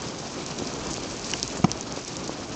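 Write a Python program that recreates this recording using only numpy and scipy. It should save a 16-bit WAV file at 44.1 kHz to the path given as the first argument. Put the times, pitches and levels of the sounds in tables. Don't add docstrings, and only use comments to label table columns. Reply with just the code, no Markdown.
import sys
import numpy as np
from scipy import signal
from scipy.fft import rfft, irfft, next_fast_len
from scipy.io import wavfile
from scipy.ndimage import uniform_filter1d, map_coordinates

SR = 44100
rng = np.random.default_rng(int(sys.argv[2]) if len(sys.argv) > 2 else 0)


def gain_from_db(level_db):
    decades = np.asarray(level_db, float) / 20
    return 10 ** decades


def wav_out(sig):
    wavfile.write(sys.argv[1], SR, np.round(np.clip(np.atleast_2d(sig).T, -1, 1) * 32767).astype(np.int16))


N = 112454
SPRAY_WIDTH = 0.5


def unit(x):
    return x / np.sqrt(np.mean(x ** 2) + 1e-20)


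def wobble(rate):
    knots = rng.standard_normal(int(N * rate / SR) + 4)
    return map_coordinates(knots, [np.arange(N) * rate / SR])


def filtered(x, response):
    size = next_fast_len(x.shape[-1] + 8192)
    spectrum = rfft(x, size) * response(np.fft.rfftfreq(size, 1 / SR))
    return irfft(spectrum, size)[..., :x.shape[-1]]


def coloured(x, spectrum):
    points_hz, db = np.transpose(spectrum)

    def response(hz):
        return gain_from_db(np.interp(np.log(hz + 1), np.log(points_hz + 1), db))

    return unit(filtered(x, response))


def patchy(patchy_db, bands, frames):
    noise = signal.stft(rng.standard_normal(N), nperseg=256)[2]
    field = uniform_filter1d(rng.standard_normal(noise.shape), bands, 0)
    field = uniform_filter1d(field, frames, 1)
    return signal.istft(noise * gain_from_db(patchy_db * unit(field)), nperseg=256)[1][:N]


def placed(start_s, rows):
    at = np.round(start_s * SR).astype(int)[:, None] + np.arange(rows.shape[1])
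    return np.bincount(at.ravel(), rows.ravel(), N + SR)[:N]


def struck(t60, rise_s, size):
    t = np.arange(size) / SR
    envelope = (1 - np.exp(-t / rise_s)) ** 2 * gain_from_db(-60 * t / t60[:, None])
    return t, envelope / envelope.max(1, keepdims=True)


def rings(start_s, db, hz, t60, rise_s, size):
    t, envelope = struck(t60, rise_s, size)
    sines = np.sin(2 * np.pi * hz[:, None] * t)
    return placed(start_s, gain_from_db(db)[:, None] * envelope * sines)


def sprays(start_s, db, hz, t60, rise_s):
    size = 3000
    envelope = struck(np.clip(t60, 0.003, 0.3), rise_s, size)[1]
    log_offset = np.log((np.fft.rfftfreq(size, 1 / SR) + 1) / hz[:, None])
    band = np.exp(-(log_offset / SPRAY_WIDTH) ** 2)
    noise = irfft(rfft(rng.standard_normal(envelope.shape)) * band, size)
    noise = noise / noise.std(1, keepdims=True) / 2
    return placed(start_s, gain_from_db(db)[:, None] * envelope * noise)


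def scattered(count, hz, spread, cycles, db, tail_db, size):
    draws = rng.random((count, 2))
    pitch = np.clip(hz * np.exp(spread * rng.standard_normal(count)), 120, 9000)
    drop_db = np.minimum(-tail_db * np.log(1 - draws[:, 1]), 9)
    start_s = draws[:, 0] * N / SR
    drops = rings(start_s, drop_db, pitch, cycles / pitch, 0.3 / pitch[:, None], size)
    return gain_from_db(db) * unit(drops)


# start in seconds, level in dB, pitch in Hz, cycles to fall by 60 dB.
STONE_TICKS = [(0.185, -24, 6200, 8), (0.5864, -24.5, 6260, 9), (0.8698, -17, 6300, 6.7),
               (0.909, -20, 6460, 8), (0.941, -15.5, 6500, 12), (0.9656, -22.5, 2880, 5.7),
               (1.1954, -18.5, 6200, 4.4), (1.2446, -17, 5630, 6), (1.3362, -14, 5600, 27),
               (1.398, -15, 5320, 6), (1.4295, -4.5, 5490, 8.5), (1.478, -15, 6560, 11),
               (1.6986, -28.5, 2600, 13), (1.7159, -6.5, 5680, 8.5), (1.775, -22, 5210, 5.8),
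               (1.81, -14.5, 6420, 11), (1.924, -19, 5970, 12), (2.0138, -25, 6170, 11),
               (2.049, -20, 6130, 11), (2.168, -15, 5760, 4.2)]
# pitch in Hz, level in dB, time to fall by 60 dB in seconds.
PEBBLE_MODES = [(1690, -25, 0.013), (2120, -22, .008), (2880, -15.5, 0.0076)]


def ticks():
    rise_s = 0.0001
    start_s, db, hz, cycles = np.transpose(STONE_TICKS)
    ring = rings(start_s, db, hz, cycles / hz, rise_s, size=1500)
    spray = sprays(start_s, db - 10.5, hz, np.full(len(hz), 0.013), rise_s)
    mode_hz, mode_db, mode_t60 = np.transpose(PEBBLE_MODES)
    ping_s = np.full(len(mode_hz), 1.336)
    ping = rings(ping_s, mode_db, mode_hz, mode_t60, rise_s=0.00068, size=1500)
    return ring + spray + ping


# start in seconds, level in dB, centre in Hz,
# time to fall by 60 dB in seconds.
SPRAY_DROPS = [(0.0184, -26, 7060, 0.029), (0.0843, -27.5, 5100, 0.03), (0.185, -30.5, 5640, 0.12),
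               (0.3148, -29.5, 6850, 0.051), (0.4624, -18.5, 5630, 0.013), (0.5863, -24, 5400, 0.032),
               (0.671, -24, 5200, 0.027), (0.737, -23.5, 6340, 0.016), (0.904, -27, 6040, 0.2),
               (0.933, -18.5, 5800, 0.015), (0.972, -24, 5170, 0.015), (1.0351, -26, 6070, 0.018),
               (1.108, -30.5, 6320, 0.12), (1.2463, -26, 5530, 0.029), (1.265, -28, 5930, 0.13),
               (1.302, -23, 6500, 0.04), (1.3138, -16.5, 6800, 0.014), (1.3728, -28.5, 6090, 0.03),
               (1.417, -30, 5900, 0.014), (1.5, -31, 5340, 0.04), (1.571, -25.5, 6660, 0.077),
               (1.826, -31, 5200, 0.034), (1.9621, -29.5, 5470, 0.062), (1.9907, -28.5, 5600, 0.03),
               (2.0772, -23, 6570, 0.044), (2.1672, -32, 6100, 0.048), (2.241, -28, 5730, 0.025),
               (2.2756, -22, 5470, 0.028), (2.4023, -35, 5330, 0.037), (2.4318, -31.5, 4170, 0.034)]


def splashes():
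    return sprays(*np.transpose(SPRAY_DROPS), rise_s=0.00038)


# start in seconds, level in dB, pitch in Hz.
CLOTH_THUDS = [(.32, -26.5, 365), (.621, -18.5, 232), (.911, -22, 159), (.981, -21, 400), (1.571, -21, 635),
               (1.599, -22.5, 254), (1.657, -25, 310), (1.757, -23, 297), (1.9744, -22, 410),
               (2.294, -17, 326), (2.398, -29, 324)]


def thuds():
    rise_s = 0.00045
    start_s, db, hz = np.transpose(CLOTH_THUDS)
    push = rings(start_s, db, hz, 3.1 / hz, rise_s, size=4000)
    over_hz = 2.5 * hz
    overtone = rings(start_s, db - 5.5, over_hz, 3.3 / over_hz, rise_s, size=4000)
    return push - overtone


# pitch in Hz, relative level in dB, time to fall by 60 dB in seconds.
SHELL_MODES = [(181, 6, 0.024), (311, -5.5, 0.057), (736, -6.5, 0.029), (1014, -10, 0.025),
               (1246, -10, 0.017), (2000, -20.5, 0.016), (2300, -17, 0.017), (2800, -22, 0.022),
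               (5450, -21, 0.018), (6400, -19, 0.016)]
# start in seconds, level in dB, centre in Hz,
# time to fall by 60 dB in seconds.
SHELL_SPRAY = [(1.6423, -22, 3900, 0.016)]


def knock():
    rise_s, knock_db = 0.0025, -9.5
    hz, db, t60 = np.transpose(SHELL_MODES)
    modes = rings(np.full(len(hz), 1.641), db + knock_db, hz, t60, rise_s, size=6000)
    return sprays(*np.transpose(SHELL_SPRAY), rise_s) - modes


# frequency in Hz, relative level in dB per Hz.
DRUM_COLOUR = [(65, -30), (110, 3), (361, 4), (494, -1.5), (1170, -6.5), (1880, -15), (2500, -27.5),
               (3250, -18), (5500, -120)]


def drumming():
    bed = coloured(patchy(0.65, bands=3, frames=7), DRUM_COLOUR)
    taps = scattered(count=300, hz=325, spread=0.58, cycles=2.1, db=-6, tail_db=-1.5, size=2500)
    return unit(bed + taps)


# frequency in Hz, relative level in dB per Hz.
HISS_COLOUR = [(710, -13.5), (1200, -1.5), (1890, -1), (2350, 7.5), (3290, 3), (4560, 6.5), (6380, 6.5),
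               (7420, 3), (8490, 0.5), (8930, -10.5), (11600, -59), (19600, -120)]


def hiss():
    bed = coloured(patchy(1.43, bands=12, frames=5), HISS_COLOUR)
    patter = scattered(count=700, hz=6000, spread=0.2, cycles=6, db=-6, tail_db=3, size=300)
    return unit(bed + patter)


# frequency in Hz, relative level in dB per Hz.
RUMBLE_COLOUR = [(12, -33.5), (20, -8.5), (54, -6), (130, -15.5), (170, -29.5), (290, -120)]


def wind_rumble():
    return coloured(rng.standard_normal(N), RUMBLE_COLOUR)


# time in seconds, level of the hiss in dB,
# level of the drumming in dB, level of the wind rumble in dB.
RAIN_COURSE = [(0.0, -40, -37, -43), (0.17, -41, -35, -44), (0.45, -40, -35, -42),
               (1.01, -39.5, -34.5, -36.5), (1.17, -38.5, -34.5, -39.5), (1.35, -38, -36, -36.5),
               (1.5, -38.5, -36.5, -39), (1.67, -42, -34, -35), (1.83, -42, -36, -44.5),
               (2.1, -39.5, -36, -44.5), (2.26, -42, -35.5, -43), (2.55, -41.5, -36, -39)]


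def steady_rain():
    time_s, *levels = np.transpose(RAIN_COURSE)
    hiss_db, drum_db, rumble_db = [np.interp(np.arange(N) / SR, time_s, level) for level in levels]
    shared = wobble(25.1)
    drum_db = drum_db + 1.4 * shared + 0.27 * wobble(39.34)
    hiss_db = hiss_db + 0.65 * shared + 1.05 * wobble(70)
    rumble_db = rumble_db + 0.35 * shared
    return gain_from_db(drum_db) * drumming() + gain_from_db(hiss_db) * hiss() + gain_from_db(rumble_db) * wind_rumble()


def scene():
    return (ticks() + splashes() + thuds() + knock() + steady_rain())[None]


def roll_off(x):
    return signal.sosfilt(signal.butter(12, 9080, fs=SR, output="sos"), x)


def record(dry):
    def microphone(hz):
        bass_cut = (1j * hz / (70.2 + 1j * hz)) ** 2
        treble_cut = 1 / (1 + (hz / 7810) ** 20.6)
        return bass_cut * treble_cut * (hz < 9200)

    mix = filtered(dry, microphone)
    return roll_off(mix)


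dry = scene()
out = record(dry)
wav_out(out)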